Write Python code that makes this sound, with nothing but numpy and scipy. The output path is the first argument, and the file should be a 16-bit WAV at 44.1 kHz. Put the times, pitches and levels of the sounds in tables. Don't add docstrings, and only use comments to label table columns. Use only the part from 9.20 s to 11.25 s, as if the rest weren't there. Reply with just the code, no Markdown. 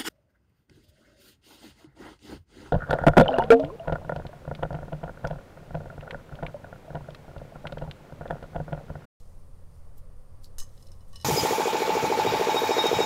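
import sys
import numpy as np
from scipy import signal
from scipy.fft import rfft, irfft, next_fast_len
from scipy.io import wavfile

SR = 44100
rng = np.random.default_rng(int(sys.argv[2]) if len(sys.argv) > 2 else 0)


def ratio(d):
    e = np.asarray(d, float) / 20
    return 10 ** e


def int16_out(signal):
    q = np.round(np.clip(np.atleast_2d(signal).T, -1, 1) * 32767)
    wavfile.write(sys.argv[1], SR, q.astype(np.int16))


N = 90228


def rms_one(x):
    return x / np.sqrt(np.mean(x ** 2) + 1e-20)


def ring(clicks, hz, t60):
    r = ratio(-60 / (t60 * SR))
    w = 2 * np.pi * hz / SR
    return signal.lfilter([0, np.sin(w)], [1, -2 * r * np.cos(w), r * r], clicks + 1e-18)


def resonance(x, hz, width_hz):
    r = np.exp(-np.pi * width_hz / SR)
    poles = [1, -2 * r * np.cos(2 * np.pi * hz / SR), r * r]
    return signal.lfilter([(1 - r * r) / 2, 0, (r * r - 1) / 2], poles, x)


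def grains(per_s, spread_db):
    rise_db = spread_db * np.minimum(rng.exponential(1, N), 4.0)
    sizes = ratio(rise_db) * rng.choice([-1, 1], N)
    return sizes * (rng.random(N) < per_s / SR)


def fading(start_s, t60):
    t = np.arange(N) / SR - start_s
    return (t >= 0) * ratio(-60 * np.maximum(t, 0) / t60)


# (frequency [Hz], relative density [dB])
AIR_SPECTRUM = [(5, -42.5), (11, -41), (22, -49.5), (40, -56), (64, -69), (80, -53.5), (102, -67.5),
                (180, -72), (240, -79.5), (350, -84.5), (480, -79), (540, -76), (620, -84.5), (900, -88),
                (1150, -87), (1550, -97), (1900, -97), (2350, -102), (4100, -106), (4700, -102),
                (5600, -105), (8000, -107), (9000, -96), (10000, -106), (16000, -110)]
# (time [s], level [dB])
RUMBLE_SWELL = [(0.0, -43), (0.04, -44.5), (0.68, -44.5), (0.81, -35), (1.06, -45.5), (1.32, -40.5),
                (1.36, -29.5), (1.6, -48.5), (1.74, -34.5), (1.8, -47.5), (1.91, -42), (2.05, -50.5)]
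AIR_DB = -40.5
RUMBLE_TOP_HZ = 29.2
HUM_HZ, HUM_DB = 119.76, -61


def room_tone():
    size = next_fast_len(N)
    hz = np.maximum(np.arange(size // 2 + 1) * SR / size, 1)
    point_hz, point_db = np.transpose(AIR_SPECTRUM)
    colour = ratio(np.interp(np.log(hz), np.log(point_hz), point_db))
    spectrum = rfft(rng.standard_normal(size)) * colour
    low = 1 / (1 + (hz / RUMBLE_TOP_HZ) ** 6)
    scale = ratio(AIR_DB) / np.std(irfft(spectrum, size))
    air = scale * irfft(spectrum * (1 - low), size)[:N]
    t = np.arange(N) / SR
    s, db = np.transpose(RUMBLE_SWELL)
    rumble = ratio(np.interp(t, s, db)) * rms_one(irfft(spectrum * low, size)[:N])
    hum = ratio(HUM_DB) * np.sqrt(2) * np.sin(2 * np.pi * (HUM_HZ * t + rng.random()))
    return rumble + air + hum


ROOM_T60_S, ROOM_DB = 0.22, -13.5


def room(x):
    tail = rng.standard_normal(N) * fading(0.002, ROOM_T60_S)
    tail = tail / np.sqrt(np.sum(tail ** 2))
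    return ratio(ROOM_DB) * signal.fftconvolve(x, tail)[:N]


# (peak time [s], rise constant [s], fall constant [s], level at the peak [dB], centre [Hz])
GLOVE_SLIDES = [(0.0, .1, 0.29, -71.5, 4900), (.55, 0.06, 0.14, -75, 4400),
                (0.781, .01, 0.015, -62.5, 7600), (1.245, 0.011, 0.015, -57, 6500),
                (1.6, 0.14, 0.21, -68, 4600), (1.95, 0.024, 0.12, -63.5, 3500), (0, 0.02, .015, -65, 3600),
                (1.9, .02, 0.026, -70, 4800), (.975, .004, 0.0046, -77, 9000)]
SLIDE_GRAINS_PER_S, SLIDE_SPREAD_DB, SLIDE_Q = 15000, 5.5, 0.46


def glove_slides():
    t, out = np.arange(N) / SR, np.zeros(N)
    for s, rise_s, fall_s, db, hz in GLOVE_SLIDES:
        rub = resonance(grains(SLIDE_GRAINS_PER_S, SLIDE_SPREAD_DB), hz, hz / SLIDE_Q)
        swell = np.exp(-np.abs(t - s) / np.where(t < s, rise_s, fall_s))
        out += ratio(db) * swell * rms_one(rub)
    return out


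# (time [s], level at the start [dB], centre [Hz], width of each of two band-passes [Hz], t60 [s])
GLOVE_SNAPS = [(0.7804, -50, 12300, 2480, .01), (1.234, -60.5, 3800, 1200, 0.0087),
               (1.2443, -46.5, 4450, 1300, 0.016), (1.257, -50.5, 4530, 1300, 0.017),
               (1.27, -67, 5000, 1490, .05), (1.885, -54.5, 9800, 9000, 0.0042)]


def glove_snaps():
    out, white = np.zeros(N), rng.standard_normal(N)
    for s, db, hz, width_hz, t60 in GLOVE_SNAPS:
        burst = resonance(resonance(white, hz, width_hz), hz, width_hz)
        out += ratio(db) * fading(s, t60) * rms_one(burst)
    return out


# (time [s], level before the ring and tick gains [dB],
# brightness [dB per octave], share of the free ring left by the grip [0-1], scuff decay constant [s])
HANDLE_TOUCHES = [(1.384, -41, 3, 0.7, 0.0033), (1.402, -40, 9, 0.97, 0.0028),
                  (1.466, -66, -12, 0.14, 0.0066), (1.490, -59, 8, .4, 0.0046), (1.567, -72, -4, .3, .004),
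                  (1.608, -70, -2, 0.1, 0.0032), (1.735, -61, -2, 0.2, .004),
                  (1.571, -76, -11, 0.8, 0.0066), (1.577, -55, -2, 0.35, 0.0064),
                  (1.625, -49, 6, 0.34, 0.0037), (1.659, -57.5, 0, 0.27, .006),
                  (1.669, -52.5, 8.5, 0.37, 0.0045), (1.685, -56, -3, 0.2, .004),
                  (1.718, -45.5, 6.5, 0.11, 0.0083), (1.806, -59.5, -1, 0.7, 0.0049),
                  (1.930, -51.5, 13, 0.26, 0.0027), (1.933, -54.5, -12.5, 0.42, 0.004),
                  (1.958, -38.5, 2.5, 0.92, .001), (1.962, -48, -5, 0.25, 0.0018),
                  (1.972, -50, 0, 0.7, 0.0038), (2, -44.5, -1, 0.6, .0015),
                  (2.0119, -41.5, 6, 0.66, 0.0011), (2.0247, -42.5, 2, 0.34, 0.00092),
                  (2.035, -51, 11, 0.2, .004)]
# one column, (frequency [Hz])
HANDLE_MODES_HZ = [1130, 1830, 2960, 3465, 4033, 4167, 4540, 5045, 5188, 5320, 5485, 5666, 6185, 6480, 7900,
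                   8300, 8680, 9310, 11100, 11800, 12600, 14900]
# (relative level [dB], t60 when held freely [s])
HANDLE_MODES = [(-20, 0.37), (-15.5, 0.15), (-5, 0.19), (-14, 0.15), (2.5, 0.071), (-15, 0.049),
                (-9, 0.047), (-5, .07), (2, 0.09), (-7, .03), (-15, 0.1), (-7, 0.058), (-18, 0.095),
                (-8.5, 0.049), (-16, 0.041), (-18, 0.027), (-10.5, 0.084), (-10.5, .05), (-15.5, .03),
                (-15, 0.017), (-18.5, 0.039), (-26, .015)]
PIVOT_HZ = 5000
SCUFF_SHARE = 0.92
RING_DB, MODE_SPREAD_DB = -8.5, 1.5
TICK_DB, TICK_HZ, TICK_WIDTH_HZ, TICK_T60_S = -18, 5520, 1700, 0.017


def handles():
    out, t = np.zeros(N + SR), np.arange(SR // 4) / SR
    hz = np.array(HANDLE_MODES_HZ)[:, None]
    mode_db, t60 = np.transpose(HANDLE_MODES)[:, :, None]
    signs = (-1) ** np.arange(len(hz))[:, None]
    luck = rng.standard_normal((len(HANDLE_TOUCHES), len(hz), 1))
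    noise = rng.standard_normal((len(HANDLE_TOUCHES), SR // 40))
    grit = rng.standard_normal((len(HANDLE_TOUCHES), len(t)))
    for _ in range(2):
        grit = resonance(grit, TICK_HZ, TICK_WIDTH_HZ)
    grit = rms_one(grit)
    scuff_t = t[:noise.shape[1]]
    for (s, db, tilt, grip, scuff_s), own, rough, tick in zip(HANDLE_TOUCHES, luck, noise, grit):
        scuff = rough ** 3 * np.exp(-scuff_t / scuff_s)
        scuff = SCUFF_SHARE * scuff / np.sqrt(np.sum(scuff ** 2)) + (scuff_t == 0)
        reach = np.abs(np.exp(2j * np.pi * hz * scuff_t) @ scuff)[:, None]
        level_db = mode_db + RING_DB + tilt * np.log2(hz / PIVOT_HZ) + MODE_SPREAD_DB * own
        level = signs * ratio(level_db) / np.maximum(reach, .5)
        decay = ratio(-60 * t / (t60 * grip))
        modes = np.sum(level * decay * np.sin(2 * np.pi * hz * t), axis=0)
        modes += ratio(TICK_DB + tilt - 60 * t / TICK_T60_S) * tick
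        sound = ratio(db) * signal.fftconvolve(modes, scuff)
        start = int(s * SR)
        out[start:start + len(sound)] += sound
    return out[:N]


# (time [s], level before the ring and crack gains [dB], brightness [dB per octave])
HARD_CLACKS = [(1.3836, -34, 6.5), (1.392, -49, -8), (1.4017, -36, -1.5), (1.416, -59, 0),
               (1.417, -66, -17.5), (1.425, -46.5, -10), (1.397, -43.5, -3.5), (1.434, -50, 2),
               (1.443, -59, -9)]
# (start [s], level before grain spread [dB], t60 [s])
JOINT_RATTLES = [(1.387, -57.5, 0.091), (1.405, -63, 0.08)]
# one column, (frequency [Hz])
JAW_MODES_HZ = [1150, 1850, 2960, 4480, 5092, 5240, 5370, 5885, 5965, 6075, 6175, 6232, 6318, 6488, 6706,
                7000, 7420, 7610, 7685, 8272, 8740, 9240, 10300, 11200, 12300, 13000, 14300]
# (relative level [dB], t60 [s])
JAW_MODES = [(-18, 0.026), (-21.5, 0.057), (-15, 0.05), (-15, .03), (-7, .06), (-7, .05), (-8, .04),
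             (-18, 0.074), (-11, 0.068), (-7, 0.037), (-1.5, 0.065), (-7.5, .1), (-4, 0.075), (-5, 0.091),
             (-10, .08), (-11, 0.027), (-9, 0.036), (-6, 0.035), (-5, 0.039), (-4.5, 0.03), (-12, .05),
             (-13, 0.047), (-9.5, .03), (-14, .03), (-7, 0.032), (-9, 0.027), (-17, .02)]
RATTLE_PER_S, RATTLE_SPREAD_DB, RATTLE_CRACK_DB = 660, 3.5, 5
CRACK_DB, CRACK_T60_S, CRACK_HZ, CRACK_WIDTH_HZ = 0.5, 0.0095, 6800, 4400


def steel():
    s, db, tilt = np.transpose(HARD_CLACKS)
    at = (s * SR).astype(int)
    luck = rng.standard_normal((len(s), len(JAW_MODES)))
    rattle_level = sum(ratio(level_db) * fading(start, t60) for start, level_db, t60 in JOINT_RATTLES)
    rattle = grains(RATTLE_PER_S, RATTLE_SPREAD_DB) * rattle_level
    modes = np.zeros(N)
    for k, (hz, (mode_db, t60)) in enumerate(zip(JAW_MODES_HZ, JAW_MODES)):
        clicks = rattle * rng.standard_normal(N)
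        knock_db = db + RING_DB + tilt * np.log2(hz / CRACK_HZ) + MODE_SPREAD_DB * luck[:, k]
        clicks[at] += ratio(knock_db) * np.sign(luck[:, -k])
        modes += ratio(mode_db) * ring(clicks, hz, t60)
    contact = np.abs(rattle) * ratio(RATTLE_CRACK_DB)
    contact[at] += ratio(db + CRACK_DB)
    dying = signal.lfilter([1], [1, -ratio(-60 / (CRACK_T60_S * SR))], contact + 1e-18)
    crack = rms_one(resonance(rng.standard_normal(N), CRACK_HZ, CRACK_WIDTH_HZ))
    return modes + dying * crack


def scene():
    near = glove_slides() + glove_snaps() + handles() + steel()
    near = near - resonance(near, 2310, 390)
    return (near + room(near) + room_tone())[None, :]


def low_pass(x):
    return signal.sosfilt(signal.butter(12, 16330, fs=SR, output="sos"), x)


def record(dry):
    top_cut = signal.cheby2(12, 50, 16400, fs=SR, output="sos")
    mix = signal.sosfilt(top_cut, dry)
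    return low_pass(mix)


dry = scene()
out = record(dry)
int16_out(out)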